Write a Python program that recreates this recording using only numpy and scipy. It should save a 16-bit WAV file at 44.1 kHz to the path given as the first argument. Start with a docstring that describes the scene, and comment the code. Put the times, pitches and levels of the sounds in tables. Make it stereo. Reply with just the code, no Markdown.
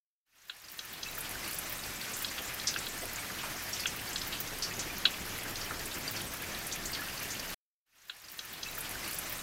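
"""A splashing hiss fades in: thin streams of water fall from a rock overhang into a shallow pool.
Drops plop in the pool and spatter on wet rock, trapped air bubbles plink, and fine spray ticks close by.
A few big drops knock on something hard near the microphone and make it ring. Air rushes softly below.
The sound is cut off after about 7.5 seconds and starts over from its beginning."""
import sys
import numpy as np
from scipy import signal
from scipy.fft import rfft, irfft, next_fast_len
from scipy.io import wavfile
from scipy.ndimage import uniform_filter1d

SR = 44100
rng = np.random.default_rng(int(sys.argv[2]) if len(sys.argv) > 2 else 0)


def generate_wav(sig):
    """Save sig (samples, or channels by samples) to the path in sys.argv[1] as 16-bit PCM at SR."""
    pcm = np.round(np.clip(np.atleast_2d(sig).T, -1, 1) * 32767).astype(np.int16)
    wavfile.write(sys.argv[1], SR, pcm)


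N = 415422
CUT_S, RESTART_S = 7.546, 7.6

# the larger drops that hit the pool and the wet rock: t/s, level/dB, f/Hz, rough fading time/s
LARGE_DROPS = [(.684, -38.5, 4870, 0.0053), (2.133, -33.5, 7360, .035), (2.38, -34, 3100, 0.015),
               (2.67, -22, 5650, 0.023), (2.787, -35.5, 7350, 0.0067), (3.028, -36.5, 525, .014),
               (3.429, -35, 1190, 0.04), (3.731, -32.5, 5800, 0.026), (3.794, -32, 5000, .03),
               (3.866, -31, 6750, 0.022), (4.13, -37.5, 7300, 0.019), (4.322, -33, 3300, 0.024),
               (4.622, -26, 5200, .029), (4.791, -29.5, 6400, 0.022), (5.556, -36, 4700, .008),
               (5.61, -35.5, 5100, 0.017), (5.705, -35, 1420, 0.012), (6.078, -41, 5200, .008),
               (6.162, -34, 5140, .019), (6.722, -30.5, 6460, .019), (6.854, -33, 6900, .018),
               (6.929, -32, 4660, 0.023), (6.948, -36, 3350, 0.0069), (7.017, -36, 1550, 0.022),
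               (7.304, -32, 6500, .025), (7.395, -36.5, 5160, 0.0065)]
def splashes():
    """Each of the larger drops makes a splash of its own."""
    out = np.zeros((2, N))
    for s, db, hz, decay_s in LARGE_DROPS:
        add(out, s, gain_of(db) * splash(hz, 0.93 * decay_s))
    return out


# hollows in the wet rock, each with a note of its own: f/Hz, width/Hz, level/dB
ROCK_HOLLOWS = [(4570, 220, 1), (6340, 440, -9)]
def splash(hz, decay_s, middle_hz=3100):
    """A drop bursts and rings the hollows. Low ones plop in the pool, high ones hit rock on the left."""
    width_hz = 800 * (hz / middle_hz) ** 0.68
    pan_db = 2.5 * max(np.log2(hz / middle_hz), 0)
    side_db = min(read(STEREO_WIDTH, hz) + 2, 0)
    crown = burst(hz, width_hz, decay_s, side_db, pan_db)
    spatter = gain_of(-4.5) * burst(hz, .65 * hz, decay_s, side_db, pan_db)
    t = np.arange(crown.shape[1]) / SR
    opening = 1 - np.exp(-t / (0.085 * decay_s))  # the crown of water takes a moment to open
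    hit = (crown + spatter) * opening
    ringing = sum(gain_of(db) * band(hit, f, width, order=1) for f, width, db in ROCK_HOLLOWS)
    return unit_hit(hit + ringing)


def drips(level_db=-41.5, low_hz=750, high_hz=7500, count=56):
    """Medium drops fall at uneven times, more of them on the rock than in the pool."""
    out = np.zeros((2, N))
    for slot, (when, pitch, loud, length) in enumerate(rng.random((count, 4))):
        hz = low_hz * (high_hz / low_hz) ** (pitch ** 0.43)  # mostly high notes
        db = level_db + 2 * drop_size(loud, limit=2)
        add(out, (slot + when) * CUT_S / count, gain_of(db) * splash(hz, decay_s=.012 * (.5 + length)))
    return out


# how strong the small splashes are at each pitch: f/Hz, relative level/dB
PATTER_TONE = [(500, -3.5), (1000, -10.5), (1600, -1.5), (2500, -1), (4500, -11.5), (6500, 3.5), (9000, 5)]
def patter(level_db=-53):
    """Countless small splashes, low and high, land all over the pool."""
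    out = np.zeros((2, N))
    for hz in np.geomspace(800, 8500, num=40):
        decay_s = 0.017 * rng.uniform(0.56, 1.6)
        drop = burst(hz, 0.13 * hz, decay_s, read(STEREO_WIDTH, hz), pan_db=rng.normal(.7, 2))
        out += shower(gain_of(read(PATTER_TONE, hz)) * drop, per_s=4.5, spread_db=3)
    return gain_of(level_db) * unit_rms(out)


# the clearest bubbles: t/s, level/dB, f/Hz
CLEAR_BUBBLES = [(.642, -42.5, 4900), (1.061, -38.5, 2600), (1.086, -43, 3900), (1.475, -43.5, 2850),
                 (1.525, -45, 4900), (3.184, -41.5, 2250), (3.731, -37, 5580), (4.9, -40.5, 2410),
                 (6.078, -35.5, 4670), (6.787, -44, 1800), (6.989, -39, 1696)]
def bubbles(small_db=-54, count=130):
    """A few clear plinks stand out among many faint bubbles."""
    out = np.zeros((2, N))
    for s, db, hz in CLEAR_BUBBLES:
        add(out, s, gain_of(db) * bubble(hz))
    for when, pitch, loud, place in rng.random((count, 4)):
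        db = small_db + 3 * drop_size(loud)
        add(out, when * CUT_S, gain_of(db) * bubble(hz=1700 * 4.3 ** pitch, pan_db=10 * (place - .5)))
    return out


def bubble(hz, pan_db=0, cycles=26, rise=0.012):
    """Air trapped in the water rings briefly, and its note rises a little."""
    t = np.arange(SR // 12) / SR
    age = t * hz / cycles
    tone = np.sin(2 * np.pi * cycles * age * (1 + rise * (age - 1) / 2))
    loudness = np.exp(-age) * (1 - np.exp(-10 * age))
    return stereo(unit_hit(tone * loudness), 0, pan_db)


# big drops on the hard surface: t/s, level/dB, brightness/(dB per octave), top f/Hz that the blow wakes
KNOCKING_DROPS = [(.496, -22, -1.5, 4160), (.79, -29.5, 1.5, 7200), (1.03, -31.5, 9, 7000),
                  (1.354, -42, -6, 2200), (2.245, -32, 4, 5600), (2.597, -39, 5, 6000),
                  (2.739, -38, 0, 5500), (2.761, -32.5, -3, 3000), (2.866, -37.5, 0, 4800),
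                  (3.856, -29, 5.5, 3260), (4.158, -32.5, 8, 6000), (4.215, -36.5, 19, 5600),
                  (5.053, -19, 7.5, 4180)]
# the notes that the surface rings with: f/Hz, relative level/dB, time to fade by 60 dB/s
SURFACE_NOTES = [(1395, -15, 0.045), (1580, 4, 0.013), (2110, -27, 0.0083), (2657, -6.5, .026),
                 (2855, -8.5, 0.039), (3210, -6, 0.041), (3397, 2.5, 0.026), (3640, -14.5, .028),
                 (3903, 0, 0.035), (4200, -18, 0.023), (4280, 3, 0.022), (4870, -3.5, 0.024),
                 (5210, -4.5, 0.029), (5790, -17.5, 0.017), (6260, -11.5, 0.058), (7200, -17.5, 0.022)]
def knocks(flatten_s=.0016, echo_s=.019, echo_db=-17):
    """A big drop rings the surface and bursts. Sharper blows wake higher notes; nearby rock echoes."""
    out = np.zeros((2, N))
    t = np.arange(SR // 8) / SR
    hz, note_db, t60 = np.transpose(SURFACE_NOTES)[:, :, None]
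    fading = gain_of(note_db - 60 * t / t60)
    push = 1 - np.exp(-(t / flatten_s) ** 2)  # the blow builds up while the drop flattens
    for s, db, brightness, top_hz in KNOCKING_DROPS:
        blow = gain_of(brightness * np.log2(hz / hz.mean()))
        treble_cut = np.sqrt(1 + (hz / top_hz) ** 24)
        swing = np.sin(2 * np.pi * (hz * t + rng.random(hz.shape)))
        notes = blow / treble_cut * fading * swing
        ring = stereo(unit_hit(notes.sum(0) * push), 0)
        scatter = gain_of(-9) * burst(0.76 * top_hz, 0.25 * top_hz, decay_s=0.02, side_db=-22.5)
        plop = gain_of(-16) * burst(1440, 600, decay_s=0.0093, side_db=-18)
        add(out, s, gain_of(db) * (ring + scatter + plop))
        add(out, s + echo_s, gain_of(db + echo_db) * ring)
    return out


# the loudest droplets of spray: t/s, relative level/dB, f/Hz
SPRAY_DROPLETS = [(0.7173, -24, 14900), (0.9288, -25.5, 15000), (1.1503, -29.5, 11400),
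                  (1.1837, -23, 15000), (1.2067, -25, 10800), (1.3109, -29.5, 12200),
                  (1.4775, -28.5, 11000), (1.5858, -22.5, 11100), (1.696, -27, 14900),
                  (1.7245, -25.5, 14600), (2.166, -28, 12400), (2.2218, -24.5, 13500),
                  (3.8018, -29.5, 11400), (3.9629, -30, 14400), (4.2732, -26, 15000),
                  (4.4024, -20.5, 15300), (5.8561, -28, 9500), (6.111, -26, 15000), (6.6677, -26.5, 10900),
                  (7.229, -27, 14900)]
# how strong the spray is at each pitch: f/Hz, relative level/dB
SPRAY_TONE = [(3000, -14.5), (8000, 1), (10000, -2), (11300, 0.5), (12000, -3.5), (13500, -2), (15000, -3),
              (15800, -1.5)]
# high notes that the spray sets ringing: f/Hz, width/Hz, relative level/dB
SPRAY_NOTES = [(11000, 160, -5.5), (11500, 160, -10.5), (13610, 150, -2), (14930, 260, 4)]
def spray(width_hz=4000, side_db=-15):
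    """Droplets tick close by, above a mist of finer ones."""
    droplets = np.zeros((2, N))
    for s, db, hz in SPRAY_DROPLETS:
        add(droplets, s, gain_of(db - 11) * burst(hz, width_hz, 0.0094, side_db))
    mist = sum(shower(burst(hz, width_hz, 0.0038, side_db), per_s=3, spread_db=5)
               for hz in np.linspace(10500, 15500, num=16))
    ticks = coloured(droplets + gain_of(-53) * unit_rms(mist), SPRAY_TONE)
    return ticks + sum(gain_of(db) * band(ticks, hz, width, order=1) for hz, width, db in SPRAY_NOTES)


def alcove(sound, ground_s=.00302, t60=0.14, walls_db=-15):
    """The ground sends back one quick echo, and the rock walls add a short, faint blur of echoes."""
    t = np.arange(SR // 3) / SR
    tail = rng.standard_normal((2, len(t))) * gain_of(-60 * t / t60) * (t > .008)
    walls = signal.oaconvolve(sound, tail / np.linalg.norm(tail[0]), axes=1)[:, :N]
    ground = 0.14 * np.roll(sound, round(ground_s * SR), axis=1)
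    return sound + ground + gain_of(walls_db) * walls


# the hiss of the falling water: f/Hz, level/(dB per Hz)
HISS_TONE = [(20, -110), (300, -90), (800, -85.5), (1150, -80), (1700, -77.5), (2300, -79), (3000, -81),
             (3800, -83), (5100, -82.5), (6500, -85), (8000, -88.5), (9500, -89), (13000, -87),
             (15800, -94)]
# narrow bands that stand out of the hiss: f/Hz, width/Hz, level/dB
HISS_PEAKS = [(12150, 450, -59.5), (14950, 160, -68), (1786, 6, -62.5)]
def hiss():
    """Faraway splashes blend into a hiss."""
    return wash(HISS_TONE, patchy_db=1.44, flicker_db=0.84) + steady_bands(HISS_PEAKS, side_db=-22)


# the low rush of air in the canyon: f/Hz, relative level/(dB per Hz)
AIR_TONE = [(15, -83), (38, -81), (55, -72), (80, -77.5), (130, -75), (330, -76.5), (470, -79.5),
            (750, -79.5), (1100, -86), (2000, -100), (8000, -130)]
# a barely audible 25 Hz band of steady noise, under two low hums: f/Hz, width/Hz, relative level/dB
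LOW_BANDS = [(25, 3.8, -57), (61, 9, -67.5), (102.5, 5.8, -59.5)]
def air_and_hum(entry_s=0.99, peak_s=5.6, swell_s=2.2):
    """A low rush of air and a faint hum come in later than the water and slowly swell once."""
    t = np.arange(N) / SR
    entry_db = -11 * np.maximum(1 - (t / entry_s) ** 2, 0)
    swell_db = 3 * np.exp(-((t - peak_s) / swell_s) ** 2)
    rush = wash(AIR_TONE, patchy_db=1.2, flicker_db=0.77)
    low_bands = steady_bands(LOW_BANDS, side_db=1.5)
    return gain_of(entry_db + swell_db - 2) * (rush + low_bands)


# how wide the noise and the splashes sound at each pitch: f/Hz, level of side against middle/dB
STEREO_WIDTH = [(100, -1), (500, -0.5), (900, -1.5), (1700, -6), (2700, -6.5), (3800, -2.5), (5100, -3.5),
                (6500, -2), (8000, -6.5), (10000, -9), (12500, -13.5), (15500, -6.5)]
def wash(tone, patchy_db, flicker_db, echo_s=.0043):
    """Steady noise flickers in patches of time and pitch; a quick echo ripples its sides."""
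    frames, bins = N // 128 + 5, 257
    real, imag = rng.standard_normal((2, 2, frames, bins))
    patches = uniform_filter1d(rng.standard_normal((frames, bins)), size=8, axis=0)
    patches = unit_rms(uniform_filter1d(patches, size=9, axis=1))
    flicker = unit_rms(uniform_filter1d(rng.standard_normal(frames), size=10))[:, None]
    spectra = (real + 1j * imag) * gain_of(patchy_db * patches + flicker_db * flicker)
    _, noise = signal.istft(spectra.transpose(0, 2, 1), nperseg=512, noverlap=384)
    white = unit_rms(noise[:, :N]) * np.sqrt(SR / 2)  # 0 dB per Hz
    mid, side = coloured(white, tone)
    echo = .2 * np.roll(side, round(echo_s * SR))
    return stereo(mid, coloured(side + echo, STEREO_WIDTH))


def steady_bands(rows, side_db):
    """Narrow bands of steady noise, each close to a note."""
    mid, side = sum(gain_of(db) * unit_rms(band(rng.standard_normal((2, N)), hz, width))
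                    for hz, width, db in rows)
    return stereo(mid, gain_of(side_db) * side)


def burst(hz, rough_width_hz, decay_s, side_db, pan_db=0):
    """A drop breaks up into tiny clicks around one pitch, which quickly die away."""
    t = np.arange(SR // 8) / SR
    clicks = rng.standard_normal((2, len(t))) * np.exp(0.32 * rng.standard_normal(len(t)))
    mid, side = map(unit_rms, band(clicks * np.exp(-t / decay_s), hz, 1.18 * rough_width_hz))
    return unit_hit(stereo(mid, side * gain_of(side_db), pan_db))


def shower(sound, per_s, spread_db):
    """Repeats the sound of a drop at random times and strengths."""
    out = np.zeros((2, N))
    for when, loud in rng.random((int(per_s * CUT_S) + 1, 2)):
        add(out, when * CUT_S, sound * gain_of(spread_db * drop_size(loud)))
    return out


def drop_size(chance, limit=3):
    """Turns a random number from 0 to 1 into a size: most drops are small, a few are large."""
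    return min(-np.log(1 - chance), limit)


def gain_of(db):
    """Turns decibels into a number to multiply a sound by."""
    return 10 ** (np.asarray(db) / 20)


def unit_rms(x):
    """Sets the average strength (rms) of a sound to 1."""
    return x / np.sqrt(np.mean(x ** 2) + 1e-20)


def unit_hit(x):
    """Gives a short sound the energy of 10 ms at strength 1."""
    return unit_rms(x) * np.sqrt(.01 * SR / x.shape[-1])


def read(points, hz):
    """Looks up the level at a pitch, gliding between the rows of a table."""
    f, db = np.transpose(points)
    return np.interp(np.log(hz + 1), np.log(f + 1), db)


def add(mix, s, sound):
    """Lays a stereo sound into the mix, s seconds in."""
    part = mix[:, round(s * SR):][:, :sound.shape[1]]
    part += sound[:, :part.shape[1]]


def band(x, hz, width, order=2):
    """Keeps only the pitches around hz."""
    edges = np.clip([hz - width / 2, hz + width / 2], hz / 4, .48 * SR)
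    return signal.sosfilt(signal.butter(order, edges, "bandpass", fs=SR, output="sos"), x)


def coloured(x, points):
    """Turns each pitch up or down as a table says."""
    size = next_fast_len(x.shape[-1] + 512)
    gains = gain_of(read(points, np.fft.rfftfreq(size, 1 / SR)))
    return irfft(rfft(x, size) * gains, size)[..., :x.shape[-1]]


def stereo(mid, side, pan_db=0):
    """Makes left and right from what they share (mid) and what sets them apart (side)."""
    return np.array([(mid + side) * gain_of(pan_db / 2), (mid - side) * gain_of(-pan_db / 2)])


def scene():
    """The pool echoing under the overhang, the drops close by, and the background."""
    pool = splashes() + drips() + patter() + bubbles()
    return alcove(pool) + knocks() + spray() + hiss() + air_and_hum()


def record(dry, fade_start_s=0.25, fade_s=1.106, noise_db=-95, top_hz=15850):
    """Fades in, cuts off and starts over, above faint electronic noise; the top treble is removed."""
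    t = np.arange(N) / SR
    fade_in = np.clip((t - fade_start_s) / fade_s, 0, 1) ** 1.22
    cut_off = np.clip((CUT_S - t) / .004, 0, 1)
    once = dry * fade_in * cut_off
    out = once + gain_of(noise_db) * rng.standard_normal((2, N))
    add(out, RESTART_S, once)
    lowpass = signal.firwin(511, top_hz, window=("kaiser", 9), fs=SR)
    return signal.oaconvolve(out, lowpass[None], "same")


dry = scene()
out = record(dry)
generate_wav(out)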